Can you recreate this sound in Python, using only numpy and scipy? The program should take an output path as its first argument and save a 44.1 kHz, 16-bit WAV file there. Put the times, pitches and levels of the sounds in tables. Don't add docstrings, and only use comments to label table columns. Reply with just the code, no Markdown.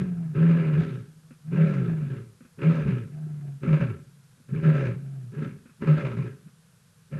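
import sys
import numpy as np
from scipy import signal
from scipy.fft import rfft, irfft, next_fast_len
from scipy.io import wavfile
from scipy.ndimage import uniform_filter1d

SR = 44100
rng = np.random.default_rng(int(sys.argv[2]) if len(sys.argv) > 2 else 0)


def ratio_of_db(decibels):
    return 10 ** (np.asarray(decibels, float) / 20)


def digitize_waveform(pressure):
    field = np.atleast_2d(pressure).T
    bounded = np.clip(field, -1, 1)
    quanta = np.round(bounded * 32767).astype(np.int16)
    wavfile.write(sys.argv[1], SR, quanta)


N = 317079


def rms_one(x):
    return x / np.sqrt(np.mean(x ** 2) + 1e-20)


def evened(x, span_s):
    return x / np.sqrt(uniform_filter1d(x ** 2, int(span_s * SR)) + 1e-12)


def drift(rate_hz):
    r = np.exp(-2 * np.pi * rate_hz / SR)
    settle = 9000
    noise = rng.standard_normal(N + settle)
    return rms_one(signal.lfilter([1], [1, -2 * r, r * r], noise)[settle:])


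def dying(x, decay_s):
    return signal.lfilter([1], [1, -np.exp(-1 / (decay_s * SR))], x)


def resonances(x, modes, patchy_db=0):
    out = 0
    for k, (hz, width_hz, db) in enumerate(modes):
        r = np.exp(-np.pi * width_hz / SR)
        section = [(1 - r * r) / 2, 0, (r * r - 1) / 2, 1, -2 * r * np.cos(2 * np.pi * hz / SR), r * r]
        gain = ratio_of_db(db + patchy_db * drift(8.5))
        out = out + (-1) ** k * gain * signal.sosfilt([section, section], x)
    return out


def stretched(coarse):
    return np.interp(np.arange(N) / 32, np.arange(len(coarse)), coarse)


# pitch_hz, level_db (per Hz)
NIGHT = [(15, -61.5), (25, -11), (69, -13.5), (113, 0.5), (163, 6.5), (296, -26.5), (485, -14.5),
         (538, -21), (735, -24), (1560, -18.5), (2020, -25), (11600, -26), (12500, -28.5), (16200, -73.5),
         (22000, -120)]


def night():
    hz = np.maximum(np.arange(N // 2 + 1) * SR / N, 1)
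    shape_hz, shape_db = np.transpose(NIGHT)
    shape = np.interp(np.log(hz), np.log(shape_hz), shape_db)
    return ratio_of_db(-58) * rms_one(irfft(rfft(rng.standard_normal(N)) * ratio_of_db(shape), N))


# start_s, peak_db, rattle_db (over thud)
KNOCKS = [
    (1.307, -37.5, -15),
    (2.406, -39, -16.5),
    (2.448, -43.5, -16),
    (4.376, -55, -13),
    (4.4, -48.5, -27),
    (5.655, -40, -13),
    (5.692, -47, -12.5),
    (6.471, -49, -12),
    (6.672, -78, -8),
]
# pitch_hz, width_hz, level_db
BODY = [(235, 54, 4.5), (357, 17, -10), (514, 69, -12.5)]
# pitch_hz, width_hz, level_db
RATTLE = [(1380, 660, 1.5), (2520, 460, -3)]


def knocks():
    thud, shake = np.zeros(N) + 1e-18, np.zeros(N) + 1e-18
    for s, db, rattle_db in KNOCKS:
        thud[round(s * SR)] = ratio_of_db(db + 16.5)
        shake[round(s * SR)] = ratio_of_db(db + rattle_db + 8.5)
    rattle = dying(shake, decay_s=0.026) * rng.standard_normal(N)
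    return ratio_of_db(26.5) * resonances(thud, BODY) + resonances(rattle, RATTLE)


def bush(x):
    t60_s, dulling_hz, low_hz = 0.61, 1100, 112
    size = next_fast_len(N + 2 * SR)
    hz = np.arange(size // 2 + 1) * SR / size
    t60 = t60_s / (1 + hz / dulling_hz)
    reply = 0
    for k, lag_s in enumerate(rng.uniform(.03, .075, 10)):
        turn = ratio_of_db(-60 * lag_s / t60) * np.exp(-2j * np.pi * hz * lag_s)
        reply = reply + (-1) ** k * turn / (1 - turn)
    bass_cut = hz ** 2 / (hz ** 2 + low_hz ** 2)
    return irfft(rfft(x, size) * reply * bass_cut, size)[:N]


def effort(pushes, release_db_per_s):
    start, attack, hold, db, droop = np.transpose(pushes)[..., None]
    t = np.arange(0, N + 32, 32) / SR - start - attack
    rising = 25 * np.minimum(t / attack, 0)
    drooping = droop * np.clip(t, 0, hold)
    releasing = release_db_per_s * np.maximum(t - hold, 0)
    level_db = db + rising - drooping - releasing
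    return stretched(np.maximum(level_db.max(axis=0), -140))


def pitch(arches, rise_hz_per_s):
    t = np.arange(N) / SR
    hz = np.full(N, 84.1)
    for s, top_hz, plateau_s, sag in arches:
        climb = rise_hz_per_s * np.minimum(t - s, 0)
        hz = np.maximum(hz, top_hz + climb - sag * np.maximum(t - s - plateau_s, 0))
    return hz


def bells(rows):
    s, db, rise = np.transpose(rows)[..., None]
    t = np.arange(0, N + 32, 32) / SR - s
    width = rise * np.where(t > 0, 1.37, 1)
    return stretched(np.sum(ratio_of_db(db) * np.exp(-(t / width) ** 2), axis=0))


# pitch_hz, width_hz, level_db
CHEST = [(62, 43, -22), (136.2, 38, -1.5), (174.2, 52.4, -3.5), (190.2, 62, -6)]
UPPER_THROAT = [(465, 140, -6.5), (548, 46.4, 3.5), (600, 130, -9)]
HOUSING = [(987, 470, -5), (1325, 117, 4), (1600, 293, 2), (2042, 300, -10), (2310, 435, -5),
           (2727, 550, -13)]
TEETH = [(3420, 1000, 6.5), (4910, 900, -13.5), (5840, 1500, -5.5)]


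def voice(hz, tone_db, throat_db, upper_db, chest_db, mouth_db, hiss_db, throat_modes, rough, flutter_db):
    wobble = drift(30)
    tone = np.sqrt(2) * np.cos(2 * np.pi * np.cumsum(hz * (1 + 0.0097 * wobble)) / SR)
    cycles = np.cumsum(hz * (1 + .022 * wobble)) / SR
    closing = np.diff(np.floor(cycles), prepend=0) > 0
    weak = np.where(np.floor(cycles) % 2, .1, 1)
    pulses = rms_one(closing * weak * ratio_of_db(2.0 * rng.standard_normal(N)))
    gust = .85 + weak * np.exp(-3.0 * (cycles % 1))
    breath = rms_one(rng.standard_normal(N) * gust)
    folds = np.sqrt(1 - rough) * pulses + np.sqrt(rough) * breath
    puffs = breath * ratio_of_db(flutter_db * drift(33))
    chest = evened(resonances(breath, CHEST), 0.2) * ratio_of_db(throat_db + chest_db)
    throat = evened(resonances(folds, throat_modes, patchy_db=2.2), .06) * ratio_of_db(throat_db)
    upper = evened(resonances(folds, UPPER_THROAT), 0.18) * ratio_of_db(throat_db + upper_db)
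    mouth = evened(resonances(puffs, HOUSING, patchy_db=1.6), .06) * ratio_of_db(mouth_db)
    hiss = evened(resonances(puffs, TEETH, patchy_db=1.5), 0.08) * ratio_of_db(mouth_db + hiss_db)
    return tone * ratio_of_db(tone_db - 1.0) + chest + throat + upper + mouth + hiss


# start_s, attack_s, hold_s, tone_db, droop_db_per_s
MOANS = [(-.1, 0.057, 0.36, -27, 8.5), (.755, 0.018, 0.051, -21.5, -3), (1.07, 0.015, 0.29, -49.5, 17),
         (1.4, 0.088, 0.046, -32, -57.5), (1.5, 0.036, 0.37, -27, 6.5), (1.84, .05, 0.42, -21, 68.5),
         (3.075, 0.043, .38, -34, -1.5), (3.5, 0.019, 0.05, -38.5, 31), (4.02, .03, 0.39, -53, 18.5),
         (4.92, 0.034, 0.32, -35.5, 3.5), (6.5, .06, 0.15, -63.5, 13)]
# top_reached_s, top_hz, plateau_s, sag_hz_per_s
MOAN_ARCHES = [
    (-.02, 189, .04, 114),
    (.79, 160, .11, 51.55),
    (1.1, 156, .21, 99.6),
    (1.6, 196.3, .08, 138.8),
    (3.16, 152.7, .12, 61.4),
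    (4.02, 141.1, .11, 50.37),
    (4.95, 136.4, .21, 137.2),
    (6.55, 159.6, .55, 98.4),
]
# pitch_hz, width_hz, level_db
FAR_THROAT = [(213, 86, 5.5), (257, 140, -8.5), (372, 96, -5), (676, 180, -15)]
# throat_db (over tone), upper_throat_db, chest_db (over throat),
# mouth_db (over tone), hiss_db (over mouth)
FAR_RASP = (-19, -21.5, 7.5, -33.5, -21.5)


def far_lion():
    tone_db = effort(MOANS, release_db_per_s=220) + 0.5 * drift(13)
    throat_db, upper_db, chest_db, mouth_db, hiss_db = FAR_RASP
    hz = pitch(MOAN_ARCHES, rise_hz_per_s=320)
    return voice(hz, tone_db, tone_db + throat_db, upper_db, chest_db, tone_db + mouth_db, hiss_db,
                 FAR_THROAT, rough=.6, flutter_db=3.5)


# start_s, attack_s, hold_s, throat_db, droop_db_per_s
GRUNTS = [(-.1, 0.028, 0.064, -34, 9.5), (.335, 0.019, 0.48, -32.5, 7.5), (.80, .022, 0.16, -36, 61.5),
          (1.505, 0.019, 0.38, -34, 12), (1.9, 0.029, 0.24, -46.5, -14.5), (2.572, 0.016, 0.024, -42, -150),
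          (2.6, .018, 0.37, -31.5, 21.5), (3.615, 0.02, .26, -32.5, 29), (4.47, .022, .05, -52.5, -92),
          (4.51, 0.043, .03, -36, 62), (4.6, 0.031, 0.25, -31.5, 13.5), (5.305, 0.028, 0.11, -45, -90),
          (5.8, .022, .33, -32.5, 19), (6.15, .022, 0.088, -39.5, 12), (7.1, 0.02, 0.17, -46, -36.5)]
# top_reached_s, top_hz, plateau_s, sag_hz_per_s
GRUNT_ARCHES = [(-.06, 162.5, 0.049, 363), (.43, 167, 0.15, 95.7), (1.6, 161.8, 0.048, 170.3),
                (2.0, 129.7, 0.055, 59.2), (2.675, 163.4, 0.082, 170.2), (3.7, 154, 0.071, 300.3),
                (4.57, 161.4, 0.087, 169.7), (5.385, 154, .022, 283.3), (5.87, 155.3, 0.054, 169.9),
                (6.26, 123.2, 0.036, 185), (7.18, 165.9, 0.044, 199)]
# peak_s, peak_db, rise_s
SWELLS = [(.035, -28, 0.019), (0.408, -18, 0.029), (0.461, -14.5, 0.039), (0.529, -18, 0.04),
          (.605, -20.5, 0.012), (.68, -19, 0.038), (.755, -24.5, .03), (.935, -31.5, 0.044),
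          (1.01, -41, 0.012), (1.62, -14.5, .045), (1.785, -23.5, 0.061), (2.0, -64, .04),
          (2.14, -37, 0.056), (2.684, -14, 0.033), (2.785, -22, 0.03), (2.865, -21, 0.018),
          (2.946, -22.5, 0.021), (3.015, -36, .03), (3.728, -13, 0.027), (3.827, -21, .025),
          (3.9, -30.5, 0.029), (4.558, -26, 0.029), (4.68, -12.5, 0.034), (4.79, -26, 0.053),
          (4.88, -25, 0.024), (5.395, -24.5, 0.028), (5.912, -12.5, 0.037), (6.045, -27, 0.032),
          (6.125, -38, 0.054), (6.26, -33, 0.028)]
# start_s, peak_db
CATCHES = [(0.3543, -50), (0.3805, -36.5), (0.492, -32), (0.565, -42.5), (0.728, -36), (0.7992, -39),
           (1.5205, -49), (1.576, -32.5), (2.1, -46), (2.5884, -43), (2.6136, -42), (2.8695, -27),
           (3.6318, -56), (3.7249, -22), (3.801, -21.5), (3.898, -34.5), (4.4815, -48), (4.6423, -32),
           (4.7447, -25.5), (5.3307, -77), (5.4223, -51), (5.8188, -36), (5.8691, -20.5), (5.9715, -21),
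           (6.0471, -28.5), (6.105, -42), (6.1682, -33), (6.215, -50), (6.262, -45), (7.1197, -50)]
# start_s, attack_s, hold_s, level_db (over mouth), droop_db_per_s
GAPES = [
    (.36, 0.062, 0.36, 0.5, 4),
    (1.54, 0.029, 0.17, 3, 1),
    (2.6, 0.033, .18, 1.5, -3.5),
    (3.64, 0.034, 0.17, 2.5, 8),
    (4.62, 0.017, 0.27, 2.5, 2),
    (5.86, .04, 0.2, 1.5, -2.5),
    (7.1, 0.031, .11, 3.5, -2.5),
]
# start_s, attack_s, hold_s, level_db (over mouth), droop_db_per_s
SNARLS = [
    (-.05, .04, .15, -14.5, 1),
    (.42, 0.045, 0.3, -19, 4),
    (.74, 0.049, .25, -13, -3),
    (1.56, 0.075, 0.6, -18.5, -5),
    (2.63, 0.056, 0.56, -17.5, 1),
    (3.66, 0.048, 0.2, -18.5, 9),
    (4.62, .06, 0.42, -19.5, -1.5),
    (5.37, 0.028, 0.14, -17, 13.5),
    (5.87, 0.049, 0.42, -18, -1),
]
# peak_s, peak_db, rise_s
HEAVES = [(.015, -28.5, 0.024), (.385, -29.5, 0.019), (.79, -26.5, 0.025), (2.0, -42.5, 0.063),
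          (2.88, -27, .035), (3.69, -22, 0.022), (3.815, -24, 0.02), (4.55, -30, 0.029), (4.91, -35, 0.028),
          (5.46, -49.5, 0.029), (6.19, -28, .025), (6.475, -46, 0.014), (7.16, -33.5, 0.025)]
# pitch_hz, width_hz, level_db
THROAT = [(243, 65, -1), (330, 110, -10), (403, 70, 0)]


def puffs_and_choke():
    release = np.zeros(N) + 1e-18
    for s, db in CATCHES:
        release[round(s * SR)] = ratio_of_db(db - 20.5)
    puffs = uniform_filter1d(dying(release, decay_s=0.04), size=180, origin=89)
    backwards = (release > 1e-9)[::-1] + 1e-18
    choke = dying(backwards, decay_s=0.042)[::-1]
    return puffs, uniform_filter1d(choke, size=130)


def near_lion():
    slack_hiss_db, shut_db, shutting_db_per_s = -20.5, -5, 122
    push_db = effort(GRUNTS, release_db_per_s=165.5)
    puffs, choke = puffs_and_choke()
    choked_db = push_db - 2.5 * choke
    hiss_db = np.maximum(effort(SNARLS, shutting_db_per_s), slack_hiss_db)
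    gape_db = np.maximum(effort(GAPES, shutting_db_per_s), shut_db)

    opening_db = 0.44 * gape_db + 0.12 * (hiss_db - slack_hiss_db)
    mouth_db = 20 * np.log10(ratio_of_db(choked_db - 8.5 + opening_db) + puffs)

    swells = bells(SWELLS) * ratio_of_db(0.95 * (choked_db - push_db))
    tone_db = 20 * np.log10(ratio_of_db(choked_db - 6) + swells)

    throat = ratio_of_db(choked_db) + ratio_of_db(-9.5) * puffs + ratio_of_db(tone_db - 31)
    throat_db = 20 * np.log10(throat) - 0.25 * (gape_db - shut_db)
    upper_db = mouth_db - throat_db + gape_db

    easing_db = np.clip(-33 - push_db, 0, 18)
    boom = ratio_of_db(push_db - 0.5 + 0.49 * easing_db) + bells(HEAVES)
    chest_db = 20 * np.log10(boom) - throat_db
    hz = pitch(GRUNT_ARCHES, rise_hz_per_s=350) - 0.57 * easing_db
    return voice(hz, tone_db, throat_db, upper_db, chest_db, mouth_db, hiss_db,
                 THROAT, rough=.38, flutter_db=1.5)


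def scene():
    lions = far_lion() + near_lion()
    echo = ratio_of_db(-19.5) * bush(lions)
    return (night() + knocks() + echo + lions)[None]


def roll_off(x):
    return signal.sosfilt(signal.butter(12, 13220, fs=SR, output="sos"), x)


def record(dry):
    steep = signal.ellip(12, .5, 80, 12200, fs=SR, output="sos")
    mix = signal.sosfilt(steep, dry)
    return roll_off(mix)


dry = scene()
out = record(dry)
digitize_waveform(out)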